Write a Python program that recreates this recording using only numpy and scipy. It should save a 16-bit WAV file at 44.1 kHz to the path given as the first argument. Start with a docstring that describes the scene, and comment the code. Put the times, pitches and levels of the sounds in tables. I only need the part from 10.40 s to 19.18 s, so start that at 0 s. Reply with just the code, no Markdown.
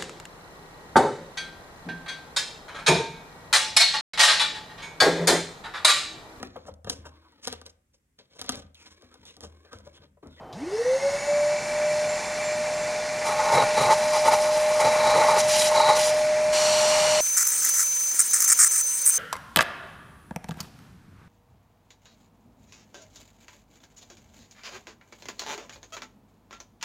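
"""A workshop vacuum cleaner is switched on and spins up: shaft unbalance hums, fan blades sing, air roars
through the casing. Its thin hose is poked into an engine bay; air hisses past the tip, rasps and whistles
in the tube, and flutters when the tip half seals. Quiet room noise lies underneath. Near the end it all
runs ten times faster: the whine jumps to a high whistle, the flutter shrinks to crackles.
Both channels carry the same signal."""
import sys
import numpy as np
from scipy import signal
from scipy.fft import rfft, irfft, next_fast_len
from scipy.io import wavfile
from scipy.ndimage import uniform_filter1d

SR = 44100
rng = np.random.default_rng(int(sys.argv[2]) if len(sys.argv) > 2 else 0)


def wav_out(sig):
    """Save sig, one row per channel (or a flat mono array), as 16-bit PCM at SR to the path in sys.argv[1]."""
    wavfile.write(sys.argv[1], SR, np.round(np.clip(np.atleast_2d(sig).T, -1, 1) * 32767).astype(np.int16))


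N = 387198

SWITCH_S, BORE_S, FAST_S = 0.127, 6.1, 6.806  # motor on; hiss takes the bore's colour; tenfold pace

# room noise spectrum: f/Hz, level/dB
ROOM_SPECTRUM = [(30, -7.5), (100, -6), (300, -5.5), (800, -1.5), (1500, -16.5), (3000, -30),
                 (5000, -35), (12000, -46)]
# faint room tones: f/Hz, level/dB
ROOM_TONES = [(3090, -69), (6180, -84), (9300, -88)]

# air spectra, past the tip and in the bore: f/Hz, level/dB
TIP_SPECTRUM = [(300, -16), (900, -2), (1500, -11), (2200, -8), (3000, -1.5), (4300, -7), (6000, -2),
                (8500, -8), (11000, -9.5), (14500, -28)]
BORE_SPECTRUM = [(300, -24), (900, 2.5), (1500, -11.5), (2200, -6.5), (3300, -8.5), (4400, -6.5),
                 (6000, -5), (8000, -7.5), (11000, -17), (14500, -35)]
# tip resonances: f/Hz, width/Hz, lift/dB
TIP_MODES = [(870, 43, 13.5), (1990, 140, 10), (4054, 61, 15), (4780, 65, 13.5), (5180, 72, 12),
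             (5830, 360, 5), (7040, 170, 8.5), (8940, 470, 8), (10200, 450, 6)]
# pipe modes, fundamental first: lift/dB
PIPE_LIFTS = [7, 10, 11, 9, 6, 5]
# hose resonances: f/Hz, width/Hz, level/dB
RING_MODES = [(581, 166, -6), (885, 56, 3), (812.6, 14.5, -5), (1048, 102, -4), (1254, 100, -9.5),
              (1445, 29, -12.5), (1955, 380, -10.5), (2260, 270, -13.5)]
THUMP_MODES = [(124, 30, -1), (235, 120, -6.5), (550, 224, 9.5)]
WHISTLE_MODES = [(3924, 114, 6), (4340, 260, -0.5)]
# tip hiss among the engine parts, tube rasp: t/s, level/dB
HISS_LEVELS = [(2.6, -85), (2.8, -60), (2.87, -43), (3.3, -40.5), (3.8, -34.5), (4.3, -36.5), (4.9, -35),
               (5.04, -35), (5.4, -34.5), (5.8, -37), (5.92, -49)]
RASP_LEVELS = [(2.5, -90), (2.75, -55), (2.89, -32), (3.2, -23), (3.33, -38), (3.75, -34), (3.96, -30.5),
               (4.23, -34), (4.5, -28), (4.85, -23), (5.19, -43), (5.46, -34), (5.69, -35), (5.95, -53),
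               (6.2, -43), (6.5, -31.5), (6.65, -31.5), (6.76, -60)]
# gushes as the tip comes free, tube whistles: t/s, length/s, level/dB
GUSHES = [(2.858, 0.028, -33.5), (3.13, 0.046, -37), (3.413, 0.04, -31.5), (3.511, 0.038, -30.5),
          (3.736, 0.052, -35), (3.862, 0.027, -29.5), (3.924, 0.033, -30), (4.007, .05, -39),
          (4.13, 0.052, -38), (4.396, .022, -32), (4.983, 0.032, -23.5), (5.085, 0.209, -24),
          (5.556, 0.15, -26), (6.129, 0.81, -24.5)]
WHISTLES = [(2.95, 1.4, -48), (3.16, 0.068, -32.5), (3.364, 0.11, -35.5), (4.426, .12, -38),
            (4.58, 0.24, -35.5), (4.86, .2, -43), (5.109, .18, -32.5), (5.353, 0.21, -30),
            (6.298, 0.13, -39)]
# tip seals and flutters: t/s, length/s, ring level/dB, thump re ring/dB
FLUTTERS = [(2.852, 0.081, -24, -28), (2.99, .036, -22, -30), (3.036, 0.085, -24.5, -23),
            (3.125, .064, -17.5, -7), (3.195, 0.028, -22, -5), (3.222, 0.016, -15.5, -11),
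            (3.37, 0.14, -22, -9), (3.503, 0.026, -13.5, -12), (3.726, 0.048, -24.5, -25),
            (3.855, 0.034, -17, -14), (3.909, 0.038, -16, -15), (4.151, 0.038, -28.5, -7),
            (4.4, 0.027, -15.5, -20), (4.439, .051, -21.5, -7), (4.545, .08, -28, -11),
            (4.637, .045, -23, -9), (4.7, 0.018, -18.5, -26), (4.74, .076, -23, -6),
            (4.807, 0.045, -18, -21), (4.86, 0.088, -20.5, -32), (4.961, 0.037, -20, -14),
            (5.298, .031, -22, -24), (5.343, 0.071, -17.5, -14.5), (5.426, .052, -22.5, -25),
            (5.472, 0.024, -17.5, -16), (5.497, 0.082, -22.5, -17)]

# hose resonances, fast pace: f/Hz, width/Hz, level/dB
FAST_LOWER_MODES = [(5580, 690, 2.5), (6790, 600, 4.5), (7580, 670, 7)]
FAST_UPPER_MODES = [(8240, 550, -1), (8380, 440, 6.5), (8390, 260, -1), (9080, 300, -6)]
FAST_THUMP_MODES = [(1326, 230, 2.5), (1896, 420, 3)]
FAST_TOP1_MODES = [(10400, 720, 4.5), (10950, 360, -17), (11910, 470, 0)]
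FAST_TOP2_MODES = [(13500, 270, -2), (14200, 300, -15), (13940, 610, 2), (15200, 350, -4)]
# fast flutters: t/s, length/s, upper ring level/dB, lower ring and thump offset/dB, top rings offset/dB
SPURTS = [(6.806, 0.092, -35, -6, -6), (6.967, 0.024, -27, 7, -2), (6.992, .042, -29.5, 8, -1),
          (7.115, 0.027, -28.5, 1, -14), (7.143, 0.064, -28.5, -8, -12), (7.22, 0.054, -39, 13.5, 2),
          (7.287, 0.012, -27, 3, 0), (7.337, 0.1, -33.5, 6, 1), (7.385, 0.031, -28.5, 6.5, -4),
          (7.434, .041, -40, -3, -2), (7.555, 0.14, -37.5, -4, -8), (7.712, 0.0053, -34.5, 10, -10),
          (7.743, 0.062, -32, 0, -8), (7.791, 0.016, -13, -5, -16), (7.811, 0.012, -20, -5, -14),
          (7.84, 0.031, -28.5, -5, -12), (7.932, 0.016, -17, -0.5, -15), (7.947, 0.026, -25.5, 2.5, -7),
          (7.976, 0.088, -31, 1.5, -8), (8.076, 0.02, -23.3, 1.5, -4), (8.098, 0.014, -16, 0, -20),
          (8.116, 0.018, -17.5, 1, -9), (8.17, .028, -28.3, -3, -7), (8.189, 0.061, -15.5, -0.5, -14),
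          (8.251, 0.028, -21, -3, -14), (8.31, .063, -24.5, -3, -9), (8.376, 0.039, -24, -3.5, -11),
          (8.463, 0.13, -29, -12, -13), (8.615, 0.013, -27, -16, -16), (8.654, 0.053, -18.5, -12.5, -9),
          (8.719, 0.055, -26.5, -6, -11)]
# further offsets for lower ring, thump, top 1, top 2: gain/dB
SPURT_TRIMS = [-1.8, -13.5, -0.5, -3.5]
# bright ticks at the tip: t/s, level/dB
TICKS = [(7.05, -27), (7.068, -20), (7.083, -26), (7.1, -27), (7.247, -20), (7.908, -30), (8.003, -20.5),
         (8.02, -19), (8.041, -20), (8.643, -31)]
# tick share of lower ring, upper ring, thump, top 1, top 2: gain/dB
TICK_SHARES = [-2, -13, -15, -3.5, -5]

# spin-up stages: shortfall at switch-on/Hz, time constant/s
SPIN_UP = [(423.9, .186), (85.2, .412), (10.9, 3.66)]
# motor: t/s, hum level/dB, relative roar level at full speed/dB
MOTOR_LEVELS = [(.13, -46.5, -26), (.24, -27, -36), (.5, -20, -37), (1.07, -21.5, -37), (1.3, -28.5, -36.5),
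                (1.45, -22.5, -37), (1.75, -26.5, -36), (1.95, -32, -36.5), (2.1, -27, -36.5),
                (2.7, -30, -37), (3.3, -25, -33.5), (4.1, -21.5, -38), (4.7, -21.5, -33),
                (5.6, -21.5, -36.5), (6.8, -21.5, -35.5)]
# blade tone at full speed: t/s, level/dB
BLADE_LEVELS = [(.14, -50), (.2, -42), (.24, -54), (.45, -47), (1.9, -44), (2.5, -50), (3, -53), (6.8, -52)]
# room nulls crossed by the rising hum: t/s, depth/dB, width/s
ROOM_NULLS = [(.2, 7, .02), (.255, 11, 0.014), (0.304, 13, 0.022), (.375, 9, 0.013), (0.439, 18, 0.012),
              (0.602, 19, 0.026), (.715, 12, 0.02), (.8, 17, 0.038), (.86, 14, 0.017), (1.22, 9, 0.043),
              (1.83, 7.5, 0.054)]
# breathy bands: shaft multiple, width/Hz, relative level/dB, lift at standstill/dB
SHAFT_BANDS = [(3.87, 170, -5, 30), (8, 170, -15, 30)]
# roar spectra, normal and fast pace: f/Hz, level/dB
ROAR_SPECTRUM = [(30, -7), (70, -15.5), (130, -3.5), (230, -4), (330, -14.5), (500, -4), (800, 3),
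                 (1300, -7.5), (2200, -4), (3200, -15.5), (5000, -11), (7500, -18.5), (10500, -21.5),
                 (14500, -43.5)]
FAST_ROAR_SPECTRUM = [(40, -46), (150, -19.5), (500, -14.5), (1000, -17), (1400, -9), (2300, -11),
                      (3500, -14.5), (5000, -8), (7000, 2.5), (8500, -5.5), (10000, -5.5), (12000, -11),
                      (14500, -10), (15500, -7)]
# casing resonances, normal and fast pace: f/Hz, width/Hz, lift/dB
CASING_MODES = [(875, 52, 2.5), (1464, 14, 9.5), (1970, 840, 4.5), (2420, 100, -25), (2650, 54, 9),
                (3540, 22, 11.5), (4224, 230, 6), (4700, 55, 1.5), (5530, 180, 3.5), (6470, 1700, 7),
                (8930, 1200, 7)]
FAST_CASING_MODES = [(1003, 27, 6), (2320, 47, 11), (7700, 150, -7), (8500, 490, 4), (9100, 750, 8),
                     (10500, 120, -7), (11550, 100, 0), (12900, 170, 1), (13730, 150, 2), (14600, 1200, 6)]
# roar, fast pace: t/s, level/dB
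FAST_ROAR_LEVELS = [(6.81, -30), (7.3, -27.5), (7.53, -31), (7.65, -30.5), (8.07, -28.5), (8.44, -31.5),
                    (8.78, -29)]
# shaft tone, fast pace: t/s, f/Hz
FAST_SHAFT_PITCH = [(6.81, 6130), (7.0, 6130), (7.17, 6180), (7.31, 6125), (7.72, 6140), (7.75, 6215),
                    (7.78, 6210), (7.82, 6160), (7.86, 6200), (7.9, 6160), (7.97, 6150), (8.0, 6220),
                    (8.09, 6270), (8.12, 6175), (8.47, 6145), (8.57, 6185), (8.65, 6165), (8.7, 6215),
                    (8.78, 6265)]
# that tone across a room null, paired lists: f/Hz; level/dB
FAST_NULL_HZ = [6125, 6160, 6200, 6225, 6270]
FAST_NULL_DB = [-25, -26.5, -37, -26.5, -22]


def undb(db):
    return 10 ** (np.asarray(db) / 20)


def unit(x):
    return x / np.sqrt(np.mean(x ** 2))


def lowpass(x, hz):
    return signal.sosfilt(signal.ellip(10, .2, 80, hz, fs=SR, output="sos"), x)


def curves(table):
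    """Table columns, linearly interpolated in time."""
    times_s, *columns = np.transpose(table)
    return [np.interp(np.arange(N) / SR, times_s, column) for column in columns]


def held(starts_s, lengths_s, levels_db, edge_s):
    """Gain of flat events with sloped edges; overlaps add in power."""
    power = np.full(N, 1e-14)
    for start_s, length_s, gain in zip(starts_s, lengths_s, undb(levels_db)):
        power[int(start_s * SR):int((start_s + length_s) * SR)] += gain ** 2
    return uniform_filter1d(np.sqrt(power), max(int(edge_s * SR), 1))


def jitter(rate_hz):
    """Slewed random steps, rms 1."""
    hold = max(int(SR / rate_hz), 2)
    steps = np.repeat(rng.standard_normal(N // hold + 1), hold)
    return unit(uniform_filter1d(steps, hold)[:N])


def tone(hz, wobble):
    """Sine with trembling pitch, rms 1."""
    return np.sqrt(2) * np.sin(2 * np.pi * np.cumsum(hz * (1 + wobble * jitter(60))) / SR)


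def air(spectrum, modes, flicker_db, rate_hz):
    """Coloured noise with resonant lifts, rms 1; each octave flickers alone."""
    size = next_fast_len(N, True)
    hz = np.maximum(np.fft.rfftfreq(size, 1 / SR), 1)
    points_hz, points_db = np.transpose(spectrum)
    db = np.interp(np.log(hz), np.log(points_hz), points_db)
    db += sum(lift_db / (1 + (2 * (hz - mode_hz) / width_hz) ** 2) for mode_hz, width_hz, lift_db in modes)
    noise = rfft(rng.standard_normal(size)) * undb(db)
    octave = np.log2(hz / 40)
    windows = (np.cos(np.pi / 2 * np.clip(octave - k, -1, 1)) ** 2 for k in range(10))
    bands = (irfft(noise * window, size)[:N] for window in windows)
    return unit(sum(undb(flicker_db * jitter(rate_hz)) * band for band in bands))


def resonate(x, modes):
    """Parallel resonances, each passed twice for deep valleys."""
    out = 0
    for k, (hz, width_hz, db) in enumerate(modes):
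        b, a = signal.iirpeak(hz, hz / (1.5 * width_hz), SR)
        band = signal.lfilter(b, a, signal.lfilter(b, a, x))
        out += (-1) ** k * undb(db) * band / np.sqrt(width_hz)
    return out


def resonant_noise(modes):
    return unit(resonate(rng.standard_normal(N), modes))


def room():
    """Quiet workshop noise with faint steady tones."""
    tones = sum(undb(db) * tone(hz, wobble=.002) for hz, db in ROOM_TONES)
    return tones + undb(-43.5) * air(ROOM_SPECTRUM, [], flicker_db=.54, rate_hz=7.3)


def switch_click(level_db=-43, t60_s=.13):
    """The switch clicks: bright, decaying noise."""
    age_s = np.arange(N) / SR - SWITCH_S
    decay = (age_s > 0) * undb(level_db - 60 * np.maximum(age_s, 0) / t60_s)
    return decay * resonant_noise([(4200, 2300, 9), (6000, 2000, -6), (9500, 3000, -16.5)])


def flutter(drives, mode_sets, rate_hz, rough_db=2.5):
    """Uneven puffs at the half-sealed tip ring the hose. 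Returns sound and the first set's envelope."""
    puffs = unit(undb(rough_db * jitter(rate_hz)))
    out = np.zeros(N)
    onset = np.argmax(drives[0] > 1e-6)
    for drive, modes in zip(drives, mode_sets):
        noise = rng.standard_normal(N - onset)
        filter_rms = np.std(resonate(noise[:SR], modes))
        out[onset:] += resonate(noise * (drive * puffs)[onset:], modes) / filter_rms
    return out, drives[0] * puffs


def hose(pipe_hz=1445, pipe_width_hz=260):
    """Drawn air hisses past the tip and rasps, whistles and flutters in the tube."""
    (hiss_db,), (rasp_db,) = curves(HISS_LEVELS), curves(RASP_LEVELS)
    pipe_modes = [(k * pipe_hz, pipe_width_hz, db) for k, db in enumerate(PIPE_LIFTS, 1)]
    tip = air(TIP_SPECTRUM, TIP_MODES, flicker_db=1.9, rate_hz=100)
    bore = air(BORE_SPECTRUM, pipe_modes, flicker_db=.44, rate_hz=100)
    rasp = undb(rasp_db + 1.4 * jitter(40)) * resonant_noise(RING_MODES)
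    whistle = held(*np.transpose(WHISTLES), edge_s=.044) * resonant_noise(WHISTLE_MODES)
    starts_s, lengths_s, ring_db, thump_db = np.transpose(FLUTTERS)
    drives = [held(starts_s, lengths_s, ring_db + offset_db, edge_s=.02) for offset_db in (0, thump_db, -21)]
    bursts, puffs = flutter(drives, (RING_MODES, THUMP_MODES, WHISTLE_MODES), rate_hz=130)
    gush = held(*np.transpose(GUSHES), edge_s=.023)
    flow = np.sqrt(undb(hiss_db) ** 2 + gush ** 2 + (undb(-15) * puffs) ** 2)
    hiss = flow * np.where(np.arange(N) < BORE_S * SR, tip, bore)
    return hiss + rasp + whistle + bursts


def fast_hose(tick_s=.0076, edge_s=.003):
    """Tenfold pace: spurts and ticks crackle in the hose. Returns sound and puff envelope."""
    starts_s, lengths_s, upper_db, low_db, top_db = np.transpose(SPURTS)
    lower_db, thump_db, top1_db, top2_db = SPURT_TRIMS
    mode_sets = FAST_LOWER_MODES, FAST_UPPER_MODES, FAST_THUMP_MODES, FAST_TOP1_MODES, FAST_TOP2_MODES
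    offsets_db = low_db + lower_db, 0, low_db + thump_db, top_db + top1_db, top_db + top2_db
    spurts = [held(starts_s, lengths_s, upper_db + db, edge_s) for db in offsets_db]
    tick_starts_s, tick_db = np.transpose(TICKS)
    ticks = held(tick_starts_s, [tick_s] * len(TICKS), tick_db, edge_s)
    drives = [np.hypot(spurt, undb(db) * ticks) for spurt, db in zip(spurts, TICK_SHARES)]
    return flutter(drives, mode_sets, rate_hz=700)


def vent(shaft_hz, vent_hz=2250, vent_width_hz=900):
    """The exhaust vent passes shaft bands near its resonance, lifted while the motor strains for speed."""
    strain = 1 - shaft_hz / shaft_hz.max()
    bands = 0
    for order, width_hz, db, lift_db in SHAFT_BANDS:
        hz = order * shaft_hz
        passed = 1 / (1 + (2 * (hz - vent_hz) / vent_width_hz) ** 4)
        bands += passed * undb(db + lift_db * strain) * jitter(width_hz) * tone(hz, wobble=0)
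    return bands


def motor(top_hz=613.6, blades=12, roar_exponent=2.43, blade_exponent=2, attack_s=.009):
    """Spin-up: shaft unbalance hums, fan blades sing, air roars through the casing."""
    t = np.arange(N) / SR
    age_s = np.maximum(t - SWITCH_S, 0)
    shaft_hz = top_hz - sum(short_hz * np.exp(-age_s / tau_s) for short_hz, tau_s in SPIN_UP)
    speed_db = 20 * np.log10(shaft_hz / top_hz)
    (hum_db, roar_db), (blade_db,) = curves(MOTOR_LEVELS), curves(BLADE_LEVELS)
    hum_db -= sum(db * np.exp(-((t - at_s) / width_s) ** 2) for at_s, db, width_s in ROOM_NULLS)
    hum = undb(hum_db) * tone(shaft_hz, wobble=.0007)
    blade_db += blade_exponent * speed_db + 3 * jitter(45)
    whine = undb(blade_db) * tone(blades * shaft_hz, wobble=.0035)
    rush = vent(shaft_hz) + undb(4) * air(ROAR_SPECTRUM, CASING_MODES, flicker_db=.7, rate_hz=14)
    roar = undb(roar_db + roar_exponent * speed_db) * rush
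    return np.minimum(age_s / attack_s, 1) * (hum + whine + roar)


def fast_motor(puffs, mains_hz=1002):
    """Tenfold pace: casing roar, mains tone and a shaft whistle that ducks under loud puffs."""
    (shaft_hz,), (roar_db,) = curves(FAST_SHAFT_PITCH), curves(FAST_ROAR_LEVELS)
    smooth_puffs = uniform_filter1d(puffs, int(.008 * SR))
    duck = 1 / (1 + (smooth_puffs / undb(-13)) ** 2)
    shaft_db = np.interp(shaft_hz, FAST_NULL_HZ, FAST_NULL_DB)
    whistle = duck * undb(shaft_db) * tone(shaft_hz, wobble=.000603)
    roar = undb(roar_db) * air(FAST_ROAR_SPECTRUM, FAST_CASING_MODES, flicker_db=1.7, rate_hz=90)
    mains = undb(-58) * tone(mains_hz, wobble=.0012)
    return whistle + roar + mains


def scene():
    """Normal pace, then a hard cut to the fast pace."""
    normal = lowpass(motor() + hose() + switch_click() + room(), hz=15250)
    crackle, puffs = fast_hose()
    fast = fast_motor(puffs) + crackle
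    mono = np.where(np.arange(N) < FAST_S * SR, normal, fast)
    return np.array([mono, mono])


def record(dry):
    """Soft peak limiting, then a treble cut."""
    return lowpass(.9 * np.tanh(dry / .9), hz=15750)


dry = scene()
out = record(dry)
wav_out(out)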